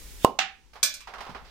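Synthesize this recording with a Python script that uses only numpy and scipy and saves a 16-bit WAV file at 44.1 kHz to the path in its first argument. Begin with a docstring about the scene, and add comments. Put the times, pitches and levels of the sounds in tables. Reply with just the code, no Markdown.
"""Liquid fizzes in an overheated glass test tube in a tiled room, over a faint rumble and hum.
Vapour leaks ever faster, until the pressure blows the bottom off with a pop and the open tube rings.
The broken piece knocks against something hard, then lands with a bright clink and bounces twice.
Small dull hits, probably the thrown liquid coming down, start just before it lands and patter on
afterwards. A faint sizzle comes last."""
import sys
import numpy as np
from scipy import signal
from scipy.fft import rfft, irfft
from scipy.io import wavfile

SR = 44100
rng = np.random.default_rng(int(sys.argv[2]) if len(sys.argv) > 2 else 0)


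def generate_wav(sig):
    """Save sig (samples, or channels by samples) to the path in sys.argv[1] as 16-bit PCM at SR."""
    pcm = np.round(np.clip(np.atleast_2d(sig).T, -1, 1) * 32767).astype(np.int16)
    wavfile.write(sys.argv[1], SR, pcm)


N = 66150
TIME = np.arange(N) / SR
HZ = np.maximum(np.fft.rfftfreq(N, 1 / SR), 1)
BURST_S = .2476  # when the tube breaks

# how alike the room sounds in the two ears: pitch_hz, likeness (1 = the same)
EAR_LIKENESS = [(100, 0.31), (600, 0.83), (1300, 0.61), (2500, .2), (5000, 0.079), (14000, 0.19)]


def from_db(db):
    """Turn decibels into a number to multiply a sound by."""
    return 10 ** (np.asarray(db) / 20)


def at_pitch(points, hz=HZ):
    """Read between the (pitch_hz, value) rows of a table, with octaves evenly spaced."""
    pitches, values = np.transpose(points)
    return np.interp(np.log(hz), np.log(pitches), values)


def loudness(points):
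    """A volume curve through (time_s, level_db) rows."""
    return from_db(np.interp(TIME, *np.transpose(points)))


def pan(db):
    """Left and right volumes: positive db leans left, negative leans right."""
    return from_db(np.array([[.5], [-.5]]) * db)


def decay(start_s, fade_s, attack_s=1e-4):
    """A quick rise, then a fade. Everywhere, fade_s is the time it takes to fall by 60 dB."""
    age = np.maximum(TIME - start_s, 0)
    return (1 - np.exp(-age / attack_s)) * from_db(-60 * age / fade_s)


def keep_band(sound, hz, side, order=2):
    """Keep the "high" or the "low" side of a pitch; a greater order cuts more steeply."""
    return signal.sosfilt(signal.butter(order, hz, side, fs=SR, output="sos"), sound)


def noise(spectrum, colour_db=0):
    """Stereo noise of fixed strength; the (pitch_hz, level_db) rows set only its tone."""
    # how much louder the room is on the left: pitch_hz, left_minus_right_db
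    balance = [(60, 2), (200, -4.5), (1000, -5), (2400, -8.5), (5000, -3.5), (9000, -2.5), (14000, -3.5)]
    shared, opposite = np.exp(2j * np.pi * rng.random((2, len(HZ))))
    alike = at_pitch(EAR_LIKENESS)
    ears = np.sqrt(1 + alike) * shared + np.sqrt(1 - alike) * opposite * [[1], [-1]]
    hiss = irfft(ears * pan(at_pitch(balance)) * from_db(at_pitch(spectrum) + colour_db), N)
    return hiss / hiss.std()


def echoes(hits, spectrum, stretch=1):
    """Dense echoes of (start_s, level_db) hits off the tiles; each pitch band fades at its own rate."""
    # how long the room rings, before stretching: pitch_hz, fade_s
    room_fades = [(150, 0.4), (500, 0.3649), (1000, 0.3371), (2500, 0.3955), (5000, 0.293), (9000, 0.1856),
                  (14000, 0.16)]
    source, out = rfft(noise(spectrum)), 0
    for shares, (_, fade_s) in zip(np.eye(len(room_fades)), room_fades):
        band_shape = at_pitch([(hz, share) for (hz, _), share in zip(room_fades, shares)])
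        power = sum((from_db(db) * decay(s, fade_s * stretch, attack_s=0.00071)) ** 2 for s, db in hits)
        out = out + irfft(source * band_shape, N) * np.sqrt(power)
    return out


def ring(hits, tones, spread=1):
    """Each hit sets off an object's own fading tones, which reach the two ears out of step."""
    ringing = np.zeros((2, N))
    for hz, db, fade_s in tones:
        shift = spread * np.arccos(at_pitch(EAR_LIKENESS, hz)) * rng.choice([-.5, .5])
        ringing += from_db(db) * decay(0, fade_s) * np.sin(2 * np.pi * hz * TIME + [[shift], [-shift]])
    clicks = np.zeros((1, N))
    for start_s, db in hits:
        clicks[0, int(start_s * SR)] += from_db(db)
    return signal.fftconvolve(ringing, clicks)[:, :N]


def snap(hits, spectrum, fade_s, attack_s=1e-4):
    """A short crack of noise for each (start_s, level_db) hit."""
    return noise(spectrum) * sum(from_db(db) * decay(s, fade_s, attack_s) for s, db in hits)


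def background():
    """Steady room air, a low rumble that dips and returns, and mains hum."""
    # tone of the air and of the rumble: pitch_hz, level_db
    air_tone = [(59, -39.5), (100, -14), (146, -9.5), (391, -15.5), (443, -13), (688, -30), (849, -15),
                (1160, -23), (6090, -22), (15000, -41.5)]
    rumble_tone = [(15, -4), (35, -0.5), (50, 2), (70, -5.5), (120, -24), (300, -43.5)]
    # volume of the rumble: time_s, level_db
    rumble_levels = [(0, -47.5), (.05, -46.5), (.22, -45.5), (.33, -63), (.7, -61), (1.15, -57), (1.3, -56),
                     (1.5, -50.5)]
    air = from_db(-65) * noise(air_tone) * pan(db=0.5)
    rumble = noise(rumble_tone) * loudness(rumble_levels) * pan(db=3)
    hum = from_db(-65) * np.sin(2 * np.pi * 50 * TIME)
    return air + rumble + hum


def fizz():
    """Boiling liquid hisses and ticks, and leaking vapour swells; all die away after the burst."""
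    # tone of the boiling and of the leak: pitch_hz, level_db
    boil_tone = [(88, -32), (150, -0.5), (182, -7.5), (490, -10), (656, -18.5), (1000, -15.5), (1130, -19),
                 (2140, -13), (2760, -14.5), (6470, -12), (15500, -18)]
    leak_tone = [(88, -25.5), (150, 1), (300, -28.5), (2450, -16), (3670, -7), (3970, -22.5), (4720, -17.5),
                 (15000, -24.5)]
    # volume of the boiling hiss: time_s, level_db
    boil_levels = [(0, -48.5), (.12, -48.5), (.2, -49.5), (.245, -46)]
    ticks_per_s, leak_rise_db_per_s = 400, 382
    tick_starts = rng.random(N) < ticks_per_s / SR
    ticks = from_db(-48) * signal.lfilter([1, -1], [1], tick_starts * rng.standard_normal(N))
    leak = noise(leak_tone) * from_db(-39 - leak_rise_db_per_s * np.abs(BURST_S - TIME))
    hiss = noise(boil_tone) * loudness(boil_levels)
    ending = np.where(TIME < BURST_S, 1, decay(BURST_S, fade_s=.26))
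    return ((hiss + ticks) * pan(db=0.5) + leak) * ending


def patter():
    """Dull splats, probably falling liquid, each with its own tone; then soft bumps and a sizzle."""
    # the splats: start_s, level_db, treble_tilt_db_per_octave, pitch_hz
    splat_hits = [(.733, -50.5, 5.5, 793), (.755, -45, 3, 910), (1.072, -39, 2, 836),
                  (1.136, -38.5, 2, 1330), (1.181, -41, 2, 1110), (1.205, -37.5, 3.5, 1140),
                  (1.25, -46, 3.5, 990), (1.266, -40, -2, 1000), (1.294, -45.5, 4.5, 960),
                  (1.347, -37.5, -2, 1220), (1.404, -55.5, -9, 1210)]
    # tone of the splats and of the sizzle: pitch_hz, level_db
    splat_tone = [(88, -13), (150, -19), (229, -8.5), (318, -17.5), (386, -4.5), (567, -6.5), (742, 0),
                  (1180, -2.5), (2400, -11.5), (5200, -17.5), (7080, -29.5), (15000, -42.5)]
    sizzle_tone = [(1500, -1), (2800, -3), (5000, -3), (7000, -16), (14000, -38)]
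    # the soft bumps: start_s, level_db
    bump_hits = [(1.294, -43), (1.425, -55)]
    # low ring of a bump: pitch_hz, level_db, fade_s
    bump_tones = [(141, -2.5, .2), (178, 0.5, 0.15), (235, -1, 0.14)]
    # volume of the sizzle: time_s, level_db
    sizzle_levels = [(1.435, -101), (1.448, -53.5), (1.5, -54.5)]
    peak_db, peak_width_octaves = 8, 0.41
    splats = 0
    for start_s, db, tilt, hz in splat_hits:
        octaves = np.log2(HZ / hz)
        colour_db = tilt * octaves + peak_db * np.exp(-(octaves / peak_width_octaves) ** 2)
        volume = from_db(db) * decay(start_s, fade_s=0.21, attack_s=0.0008)
        splats = splats + noise(splat_tone, colour_db) * volume
    room = from_db(-3) * echoes([row[:2] for row in splat_hits], splat_tone)
    bumps = ring(bump_hits, bump_tones) * pan(db=-5)
    sizzle = noise(sizzle_tone) * loudness(sizzle_levels)
    return splats + room + bumps + sizzle


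def knock():
    """The flying piece grazes a hard surface, then strikes it with both of its edges."""
    # the two strikes: start_s, relative_level_db
    hits = [(.3898, -24.5), (.3911, -25.5)]
    # tone of the knock's noise: pitch_hz, level_db
    knock_tone = [(120, -35), (180, -12), (300, -20.5), (550, -26), (780, 3), (950, -12.5), (1200, -5),
                  (2700, -3), (3800, -6.5), (5200, -10.5), (7500, -13.5), (9000, -30), (14000, -34),
                  (15500, -48)]
    # tones set off by the first edge: pitch_hz
    pitches = [771, 807, 1472, 1679, 1808, 2110, 2627, 2694, 2761, 2808, 2894, 3644, 3984, 5970]
    # for each of those tones: level_db, fade_s
    fades = [(2, 0.33), (-13, .28), (-1, 0.2), (-2.5, 0.32), (-2.5, 0.32), (-13, .24), (-6.5, 0.13),
             (0.5, .26), (3, 0.22), (-2, 0.21), (-2, 0.24), (-1, .25), (-24, .16), (-14, .24)]
    # brief ring as the second edge touches: pitch_hz, level_db, fade_s
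    contact_tones = [(2650, 9.5, 0.018), (3900, 6.5, 0.0083), (6170, 10, 0.0079)]
    tones = [(hz, db, fade_s) for hz, (db, fade_s) in zip(pitches, fades)]
    ringing = from_db(-9) * ring(hits[:1], tones) + ring(hits[1:], contact_tones)
    crack = from_db(13) * snap(hits, knock_tone, fade_s=0.0065)
    graze = snap([(.3885, -23)], knock_tone, fade_s=0.036)
    direct = keep_band(ringing * pan(db=-8.5) + crack + graze, hz=570, side="high")
    return direct + echoes(hits, knock_tone, stretch=0.81)


def clinks():
    """The piece lands farther off and bounces twice; both the glass and the surface ring."""
    # the landing and the bounces: start_s, relative_level_db
    hits = [(.8293, -17.5), (.9395, -39), (1.005, -51.5)]
    # main tones of the broken piece: pitch_hz
    pitches = [1507, 1711, 2380, 3461, 3951, 4117, 4188, 4792, 5130, 5652, 5977, 6128, 6563, 8217]
    # for each of those tones: level_db, fade_s
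    fades = [(-17, 0.35), (-9, 0.27), (-2, 0.27), (-6, .33), (-11.5, 0.41), (-9, 0.17), (-12, 0.21),
             (-9.5, 0.27), (-3.5, 0.18), (-4.5, 0.14), (-4.5, 0.23), (-13.5, 0.19), (-12, 0.098),
             (-0.5, 0.15)]
    # low ring of the surface it lands on: pitch_hz, level_db, fade_s
    surface_tones = [(251.8, -27, .3), (590, -31, 0.38), (1094, -22, 0.14)]
    # tone of a clink, the duller last bounce and the glass's very high shimmer: pitch_hz, level_db
    clink_tone = [(88, -59), (150, -23.5), (248, -21.5), (433, -45), (589, -16.5), (972, -29.5),
                  (1090, -19.5), (1700, -11.5), (1870, -21), (2310, -8.5), (2920, -14.5), (4050, -4.5),
                  (6300, -1), (12100, -12.5), (15000, -17)]
    last_bounce_tone = [(700, -18), (1100, 3), (1400, -9), (2000, -4.5), (2600, 1), (3300, -5), (8000, -32)]
    shimmer_tone = [(13100, -45), (13850, -12), (14250, 0), (14550, -2), (14950, -32)]
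    tones = [(hz, db, fade_s) for hz, (db, fade_s) in zip(pitches, fades)]
    # the jagged shape adds many weak, scattered high tones
    tones += [(hz, at_pitch(clink_tone, hz) - 16, 0.18) for hz in rng.uniform(5000, 12600, size=36)]
    ringing = (from_db(-7.5) * ring(hits, tones) + ring(hits, surface_tones)) * pan(db=-7.5)
    last_bounce = snap([(hits[-1][0], -49.5)], last_bounce_tone, fade_s=0.35)
    taps = from_db(4) * snap(hits, clink_tone, fade_s=0.065, attack_s=0.00021) * pan(db=2.5)
    direct = keep_band(ringing + last_bounce + taps, hz=450, side="high")
    shimmer = from_db(-13) * echoes(hits, shimmer_tone, stretch=1.4)
    room = from_db(-0.5) * echoes(hits, clink_tone, stretch=.9)
    return keep_band(direct + room, hz=14200, side="low", order=12) + shimmer


def burst():
    """The glass cracks, and a pulse of pressure escapes and leaves the air in the tube ringing."""
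    # ring of the air in the opened tube: pitch_hz, level_db, fade_s
    tube_tones = [(1044.6, -7, 0.036), (1057, -29.5, 0.28), (2870, -22.5, 0.032), (4760, -40.5, .06)]
    # tone of the cracking glass and of the room's answer: pitch_hz, level_db
    crack_tone = [(1500, -11), (2500, -1.5), (5000, -2.5), (7500, 1.5), (10000, -1.5), (15000, -8)]
    echo_tone = [(59, -56), (100, -20), (213, -12), (246, -7.5), (359, -10), (391, -5.5), (703, -7.5),
                 (1020, -2.5), (1770, -38.5), (2090, -32), (2580, -34.5), (2920, -22.5), (3180, -32),
                 (4730, -31.5), (15000, -47)]
    # the pop is one lopsided swing of pressure, out and back
    swing_s, lopsidedness = 0.00034, 0.31
    progress = (TIME - BURST_S) / swing_s
    pop = from_db(-1.5) * (progress - lopsidedness) * np.exp(.5 * (1 - progress ** 2))
    tube = ring([(BURST_S + swing_s, 0)], tube_tones, spread=0.072)
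    crack = snap([(BURST_S - 0.0011, -1.5)], crack_tone, fade_s=0.0064, attack_s=0.0011)
    room = echoes([(BURST_S + 0.0013, -23.5)], echo_tone, stretch=0.76)
    return (pop + tube) * pan(db=-6.5) + crack * pan(db=0.5) + room


def scene():
    """All the sounds in order of time, over the background."""
    return fizz() + burst() + knock() + clinks() + patter() + background()


def record(dry):
    """The pop overloads and has its peak flattened; the highest treble is then cut steeply."""
    cutoff_hz = 15800
    treble_cut = signal.ellip(10, .1, 80, cutoff_hz, fs=SR, output="sos")
    return signal.sosfilt(treble_cut, np.clip(dry, -1, 1))


dry = scene()
out = record(dry)
generate_wav(out)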